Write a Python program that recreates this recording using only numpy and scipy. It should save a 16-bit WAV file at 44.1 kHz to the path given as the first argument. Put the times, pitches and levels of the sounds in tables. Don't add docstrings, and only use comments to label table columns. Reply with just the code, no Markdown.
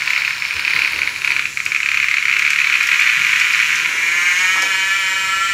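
import sys
import numpy as np
from scipy import signal
from scipy.fft import rfft, irfft
from scipy.io import wavfile
from scipy.ndimage import uniform_filter1d, minimum_filter1d

SR = 44100
rng = np.random.default_rng(int(sys.argv[2]) if len(sys.argv) > 2 else 0)


def inscribe(sig):
    pcm = np.round(np.clip(np.atleast_2d(sig).T, -1, 1) * 32767)
    wavfile.write(sys.argv[1], SR, pcm.astype(np.int16))


N = 243873
TIME = np.arange(N) / SR

# frequency_hz, gain_db
RUMBLE_SPECTRUM = [(20, -34), (30, -26), (42, -11), (65, -6), (110, -6), (200, -9), (400, -28)]
# frequency_hz, gain_db
TRACK_SPECTRUM = [(30, -40), (120, -24), (230, -5), (330, 2), (550, -4), (720, -17), (1000, 5),
                  (2000, -33.5)]
# start_s, level_db, pitch_hz, track_ring_db
JOINT_BUMPS = [(.548, -31, 70, -43.5), (0.746, -31, 80, -39), (0.934, -33, 80, -37),
               (.999, -35.5, 100, -49), (1.179, -41, 70, -55), (1.27, -53, 300, -41),
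               (1.658, -37.5, 91, -42.5), (3.17, -35, 95.1, -57), (4.559, -13, 1307, -39),
               (4.629, -22, 542, -46)]
# start_s, body_db, bright_edge_db
COUPLING_TICKS = [(0.1033, -17, -44), (0.5382, -34, -41), (0.9187, -32, -38), (1.2451, -17, -43),
                  (1.6536, -15, -41), (2.389, -15, -40), (2.5025, -11.5, -41), (2.8294, -15, -38),
                  (2.8694, -14, -36), (2.9996, -15, -38), (3.3969, -11, -48), (3.5302, -13, -45),
                  (3.7553, -10, -53), (4.6208, -10, -33.5)]
# start_s, end_s, start_pitch_hz, end_pitch_hz, bandwidth_hz, level_db
AXLE_SQUEALS = [(-.2, 1.084, 5250, 5320, 242, -40.5), (0.204, 1.103, 8960, 9200, 219, -50.5),
                (0.599, 1.598, 10680, 10570, 896, -49.5), (1.2, 2.5, 7870, 7150, 450, -48),
                (2.542, 3.95, 14160, 13400, 910, -49), (3.798, 5.601, 13190, 13200, 701, -49),
                (4.05, 4.7, 6540, 6520, 506, -33.5), (4.805, 5.7, 6970, 7780, 700.3, -37)]
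# time_s, shaft_rate_hz
SHAFT_SPEED = [(0, 141.4), (.3, 138.1), (.7, 142.1), (1.2, 140), (1.5, 132.9), (1.8, 142.4), (2.4, 142.6),
               (2.75, 146.8), (3.0, 153), (3.82, 153.3), (3.898, 162.1), (4.282, 179.2), (4.35, 177.6),
               (4.384, 183.1), (4.706, 192.8), (4.73, 189), (4.966, 194.8), (5.04, 190.3), (5.386, 192.5),
               (5.48, 195.9)]
# time_s, gear_noise_db, brush_hiss_db
DRIVE_LEVELS = [(0, -21.5, -33), (.4, -24.5, -36), (.8, -21, -36.5), (1.15, -27, -35.5),
                (1.6, -35.5, -33.5), (2.3, -26, -33), (3.0, -18.5, -29), (3.7, -19, -27.5),
                (3.92, -20.5, -29.5), (4.4, -13.5, -28.5), (5.0, -15, -31), (5.53, -17.5, -31.5)]
# frequency_hz, gain_db
BRUSH_SPECTRUM = [(2500, -13.5), (4200, 0.5), (4900, -3.5), (5400, 1), (5900, 1), (6700, 2.5), (7700, -2.5),
                  (8350, -14), (8700, -7.5), (9600, -10.5), (10500, -11), (12200, -14), (13500, -15),
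                  (15800, -26)]
# harmonic_number, level_db
COMMUTATOR_TONES = [(32, 6), (36, 7), (39, 6), (42, -1), (44, -0.5), (45, -6), (48, -2.5), (51, -4.5),
                    (57, -6)]
# time_s, level_db
LOOSE_PART_LEVELS = [(0, -12.5), (1.3, -12), (1.8, -43), (5.53, -22)]
# frequency_hz, gain_db
LOOSE_PART_SPECTRUM = [(450, -21), (580, -5), (690, -9), (830, -3.5), (1000, 5.5), (1250, -5.5),
                       (3200, -12), (3800, 4.5), (4550, 7), (5000, -0.5), (6500, -17), (9000, -17)]
# harmonic_number, level_db
LOADED_HARMONICS = [(1, -34), (2, -20), (3, -54), (4, -24), (5, -22), (6, -14), (7, -13), (8, -4.5),
                    (9, -4.5), (10, 2.5), (11, 2), (12, 6), (13, 11), (14, 6), (15, -16), (16, -4),
                    (17, -5), (18, -23)]
# harmonic_number, level_db
FREE_HARMONICS = [(1, -40), (2, -61), (3, -28.5), (4, -45), (5, -16.5), (6, -17.5), (7, -0.5), (8, -11),
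                  (9, -0.5), (10, -3), (11, -6), (12, 1), (13, -4), (14, -19), (15, -5.5), (16, -7),
                  (17, -16), (18, -15), (19, -22), (20, -19), (21, -29), (22, -18), (23, -21), (24, -29),
                  (25, -35), (26, -28), (27, -23), (28, -16.5), (29, -22), (30, -21.5)]
# time_s, gain_db
PINION_GAIN = [(4.3, -3), (4.85, -5.5), (5.1, -2.5), (5.38, 4), (5.53, 3)]
# frequency_hz, gain_db
CHATTER_SPECTRUM = [(400, -39.5), (820, -37), (1000, -4), (1200, -7), (1400, 3), (1800, 6), (2350, -0.5),
                    (2700, 4.5), (2950, 3.5), (3300, -3.5), (4500, -11.5), (4950, -47), (5500, -20),
                    (8500, -37.5)]
# frequency_hz, gain_db
HOUSING_SPECTRUM = [(200, -27.5), (750, -34.5), (1000, -17.5), (1250, 2.5), (1650, 4), (2300, 4.5),
                    (2900, -2.5), (3400, -6), (3800, -3.5), (4550, -3), (4950, -13.5), (5500, -7.5),
                    (7500, -18.5), (9000, -27.5)]
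# start_s, length_turns, level_db
SLIP_RUNS = [(.0196, 0, -8), (.0759, 3.5, -3.5), (.2195, 3, -4.5), (.4217, 1, -7), (.508, 0, -7),
             (.5653, 1, -6.5), (.6495, 8, -2.5), (.9322, 1, -8.5), (.9887, 1.5, -5), (1.0741, 0, -5),
             (1.1606, 0, -10), (1.2178, 0, -8.5), (1.2461, 2.5, -1.5), (1.3637, 1, -1.5), (1.4546, 0, -4),
             (1.5721, 1, -6.5), (1.6624, 0, -2.5), (1.7188, 1.5, -2), (1.8025, 1, -5), (1.8596, 6.5, -1),
             (2.0842, 3.5, -1), (2.2257, 2.5, -2), (2.3124, .5, -2), (2.3375, 4.5, -1), (2.4763, 4.5, -1),
             (2.6159, 4.5, -1), (2.7534, 0, -1), (2.8079, 0, -1), (2.889, 2, -1.5), (2.9947, 1, -1.5),
             (3.0722, 1, -1), (3.2476, 0, -2), (3.3338, 1, -2), (3.4168, 0, -2), (3.5467, 0, -1.5),
             (3.6002, 0, -1)]

LABOUR_HZ, FREE_HZ = 141, 191
GEAR_RATIO = 4
DECK_S, DECK_WIDTH_S, DECK_DB = 4.025, 0.27, -40
TRACK_RISE_S, TRACK_RING_S = .005, 0.16
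STIR_DB, STIR_RISE_S, STIR_SETTLE_S = -20.5, 0.0084, 0.052


def undb(db):
    return 10 ** (np.asarray(db) / 20)


def unit(x):
    return x / np.sqrt(np.mean(x ** 2))


def curves(table):
    times, *columns = np.transpose(table)
    return [np.interp(TIME, times, column) for column in columns]


def drift(rate_hz):
    points = signal.resample_poly(rng.standard_normal(int(N / SR * rate_hz) + 4), 10, 1)
    return unit(np.interp(TIME * rate_hz * 10, np.arange(len(points)), points))


def response(spectrum, size=4096):
    hz, db = np.transpose(spectrum)
    grid = np.maximum(np.fft.rfftfreq(size, 1 / SR), 1)
    magnitude = undb(np.interp(np.log(grid), np.log(hz), db))
    cepstrum = irfft(np.log(magnitude))
    cepstrum[1:size // 2] *= 2
    cepstrum[size // 2 + 1:] = 0
    return irfft(np.exp(rfft(cepstrum)))


def ring(x, impulse):
    return signal.fftconvolve(x, impulse)[:N]


def add(out, start_s, sound):
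    start = int(np.clip(start_s * SR, 0, N - 1))
    out[start:start + len(sound)] += sound[:N - start]


def burst(hz, octaves, t60, size=8192):
    grid = np.maximum(np.fft.rfftfreq(size, 1 / SR), 1)
    band = np.exp(-.5 * (np.log2(grid / hz) / octaves) ** 2)
    noise = irfft(rfft(rng.standard_normal(size)) * band)
    t = np.arange(size) / SR
    sound = noise * np.exp(-np.log(1000) * t / t60) * (1 - np.exp(-t * hz))
    return sound / np.abs(sound).max()


def settling(hits, rise_s, settle_s):
    times, db = np.transpose(hits)
    grid = TIME[::32]
    since = grid[:, None] - times
    envelopes = undb(db) * np.exp(np.minimum(since / rise_s, -since / settle_s))
    return np.interp(TIME, grid, np.linalg.norm(envelopes, axis=1))


def room(x, tail_db=-7.0, t60=0.27, onset_s=0.0094, size=20000):
    t = np.arange(size) / SR
    tail = rng.standard_normal(size) * np.exp(-np.log(1000) * t / t60) * (1 - np.exp(-(t / onset_s) ** 2))
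    impulse = undb(tail_db) * tail / np.linalg.norm(tail)
    impulse[0] = 1
    return ring(x, impulse)


def wheels(turns, ease, rumble_db=-50, rumble_gain_db=1, track_db=-53, rolling_db=6, uneven_db=2,
           hum_db=-54, unload_db=-8, waver_db=3.5):
    rumble_gain = undb(rumble_db + rumble_gain_db * ease + uneven_db * drift(4.9))
    rumble = rumble_gain * unit(ring(rng.standard_normal(N), response(RUMBLE_SPECTRUM)))
    rolling = undb(track_db + rolling_db * ease + uneven_db * drift(6))
    deck = undb(DECK_DB) * np.exp(-((TIME - DECK_S) / DECK_WIDTH_S) ** 2)
    jolts = settling([(s, ring_db) for s, _, _, ring_db in JOINT_BUMPS], TRACK_RISE_S, TRACK_RING_S)
    wood = unit(ring(rng.standard_normal(N), response(TRACK_SPECTRUM)))
    hollow = np.sqrt(rolling ** 2 + deck ** 2 + jolts ** 2) * wood
    hum = undb(hum_db + unload_db * ease + waver_db * drift(6.63)) * np.sin(2 * np.pi * turns)
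    return rumble + hollow + hum


def axles(waver=0.0058):
    out = 0
    for start, end, from_hz, to_hz, width_hz, db in AXLE_SQUEALS:
        progress = np.clip((TIME - start) / (end - start), 0, 1)
        pitch_hz = (from_hz + (to_hz - from_hz) * progress) * (1 + waver * drift(14))
        phase = 2 * np.pi * np.cumsum(pitch_hz) / SR
        tone = drift(width_hz) * np.sin(phase) + drift(width_hz) * np.cos(phase)
        out = out + undb(db) * np.sqrt(4 * progress * (1 - progress)) * tone
    return out


def wagons(bump_db=-2, tick_db=-3, snap_db=11, tick_t60=0.043):
    out = np.zeros(N)
    for start_s, db, hz, _ in JOINT_BUMPS:
        add(out, start_s, undb(db + bump_db) * burst(hz, octaves=.7, t60=0.17))
    for start_s, body_db, edge_db in COUPLING_TICKS:
        add(out, start_s, undb(body_db + tick_db) * burst(hz=5700, octaves=0.34, t60=tick_t60))
        add(out, start_s, undb(edge_db + snap_db) * burst(hz=11500, octaves=0.31, t60=tick_t60))
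    return out


def brushes(turns, sing_db, flutter=0.24, flicker_db=3):
    friction = rng.standard_normal(N) * (1 + flutter * np.sin(2 * np.pi * turns))
    tones = sum(undb(db + flicker_db * drift(30)) * np.sin(2 * np.pi * (k * turns + rng.random()))
                for k, db in COMMUTATOR_TONES)
    return unit(ring(friction, response(BRUSH_SPECTRUM))) + undb(sing_db) * unit(tones)


def blows(turns, scatter_db, jitter, per_turn):
    timing, strength = rng.standard_normal((per_turn * 2048, 2)).T
    beats = np.arange(len(timing)) + jitter * timing
    at = np.searchsorted(turns * per_turn, beats)
    inside = (at > 0) & (at < N)
    pulses = np.zeros(N)
    np.add.at(pulses, at[inside], undb(scatter_db[at[inside]] * np.clip(strength[inside], -2, 2)))
    power = uniform_filter1d(pulses ** 2, size=4410, mode="reflect").clip(0)
    return pulses / np.sqrt(power + 1e-9)


def loose_parts(turns, scatter_db):
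    shake_db, = curves(LOOSE_PART_LEVELS)
    pulses = blows(turns, 2 * scatter_db, jitter=.35, per_turn=2)
    return undb(shake_db) * unit(ring(pulses, response(LOOSE_PART_SPECTRUM)))


def housing(colour, modes_db, hz=2330, swell_s=0.00032, modes_t60=0.016):
    size = len(colour)
    t = np.arange(size) / SR
    swell = (t / swell_s) ** 4 * np.exp(-t / swell_s)
    main = swell * np.sin(2 * np.pi * hz * t)
    smear = rfft(rng.standard_normal(size) * np.exp(-np.log(1000) * t / modes_t60) * np.cumsum(swell))
    modes = irfft(smear / np.abs(smear) * rfft(colour)) * (t < t[-1] / 2)
    return (main + undb(modes_db) * unit(modes) * np.std(main)) / np.abs(main).max()


def chatter(turns, scatter_db, slap_db=1, teeth_db=-4):
    colour = response(CHATTER_SPECTRUM)
    slaps = ring(blows(turns, scatter_db, jitter=0.201, per_turn=1), housing(colour, modes_db=-7))
    teeth = ring(blows(turns, scatter_db / 2, jitter=.4, per_turn=8), colour)
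    return unit(undb(slap_db + scatter_db - scatter_db.max()) * unit(slaps) + undb(teeth_db) * unit(teeth))


def whine(turns, hz, loaded_hz=172, free_hz=190, wobble=0.3, flicker_db=1.88, disorder_rad=3.03):
    free = np.clip((hz - loaded_hz) / (free_hz - loaded_hz), 0, 1)
    wheel_phase = 2 * np.pi * turns / 8
    pinion_db, = curves(PINION_GAIN)
    out = 0
    for k, free_db in FREE_HARMONICS:
        loaded_db = np.interp(k, *np.transpose(LOADED_HARMONICS))
        phase, throb_phase = rng.uniform(-0.8, 1, 2) * np.array([disorder_rad, np.pi])
        gain = undb(loaded_db + free * (free_db - loaded_db) + flicker_db * drift(25))
        if k == 7:
            gain = gain * undb(pinion_db)
        throb = 1 + wobble * np.sin(wheel_phase + throb_phase)
        out = out + gain * throb * np.sin(2 * np.pi * k * turns + phase)
    return unit(out)


def gearbox(turns, hz, ease, stirred, chatter_db=-3, chatter_fall_db=-8, whine_db=3, whine_fall_db=-22,
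            slack_at=0.3, slack_width=.2, slack_db=4, even_scatter_db=2.3, slack_scatter_db=2.5):
    effort = undb(curves(DRIVE_LEVELS)[0])
    slack = np.exp(-((ease - slack_at) / slack_width) ** 2)
    scatter_db = even_scatter_db + slack_scatter_db * slack
    shaken = np.hypot(effort, stirred)
    rattle = undb(chatter_db + chatter_fall_db * ease ** 2 + slack_db * slack) * chatter(turns, scatter_db)
    tone = undb(whine_db + whine_fall_db * (1 - ease) ** 2) * whine(turns, hz)
    return shaken * (rattle + loose_parts(turns, scatter_db)) + effort * tone


def slip_hits(turns, taper_db=-2, scatter_db=.7):
    hits = []
    for start_s, length, db in SLIP_RUNS:
        gear_turns = np.append(np.arange(length), length)
        shaft_turns = np.interp(start_s, TIME, turns) + GEAR_RATIO * gear_turns
        times = np.interp(shaft_turns, turns, TIME)
        from_middle = (2 * gear_turns - length) / (length + 1)
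        hits += zip(times, db + taper_db * from_middle ** 2 + scatter_db * rng.standard_normal(len(times)))
    return hits


def slipping_gear(hits, gain_db=1, detune=0.029, bounce_db=-15, bounce_s=.003):
    out, colour = np.zeros(N), response(HOUSING_SPECTRUM)
    for start_s, db in hits:
        pitch_hz = 2330 * (1 + detune * rng.standard_normal())
        knock = undb(db + gain_db) * housing(colour, modes_db=-9.5, hz=pitch_hz)
        add(out, start_s, knock)
        add(out, start_s + bounce_s * (1 + rng.random()), undb(bounce_db) * knock)
    return out


def scene(gear_db=0.5, hiss_db=-3, sing_db=-4, sing_fall_db=-11, wow=.002, hunting=0.0022):
    hz, = curves(SHAFT_SPEED)
    _, brush_db = curves(DRIVE_LEVELS)
    ease = np.clip((hz - LABOUR_HZ) / (FREE_HZ - LABOUR_HZ), 0, 1)
    turns = np.cumsum(hz * (1 + wow * drift(45) + hunting * ease * drift(12))) / SR
    hits = slip_hits(turns)
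    stirred = undb(STIR_DB) * settling(hits, STIR_RISE_S, STIR_SETTLE_S)
    gears = gearbox(turns, hz, ease, stirred)
    hiss = undb(brush_db + hiss_db) * brushes(turns, sing_db + sing_fall_db * (1 - ease) ** 2)
    engine = undb(gear_db) * gears + hiss + slipping_gear(hits)
    return (room(engine + axles() + wagons()) + wheels(turns, ease))[None]


def record(dry, ceiling=0.77, low_hz=42, top_hz=15600):
    x = signal.sosfilt(signal.butter(2, low_hz, "high", fs=SR, output="sos"), dry)
    gain = np.minimum(1, ceiling / (np.abs(x) + 1e-9))
    gain = uniform_filter1d(minimum_filter1d(gain, size=21), size=21)
    return signal.sosfilt(signal.ellip(10, .2, 80, top_hz, fs=SR, output="sos"), x * gain)


dry = scene()
out = record(dry)
inscribe(out)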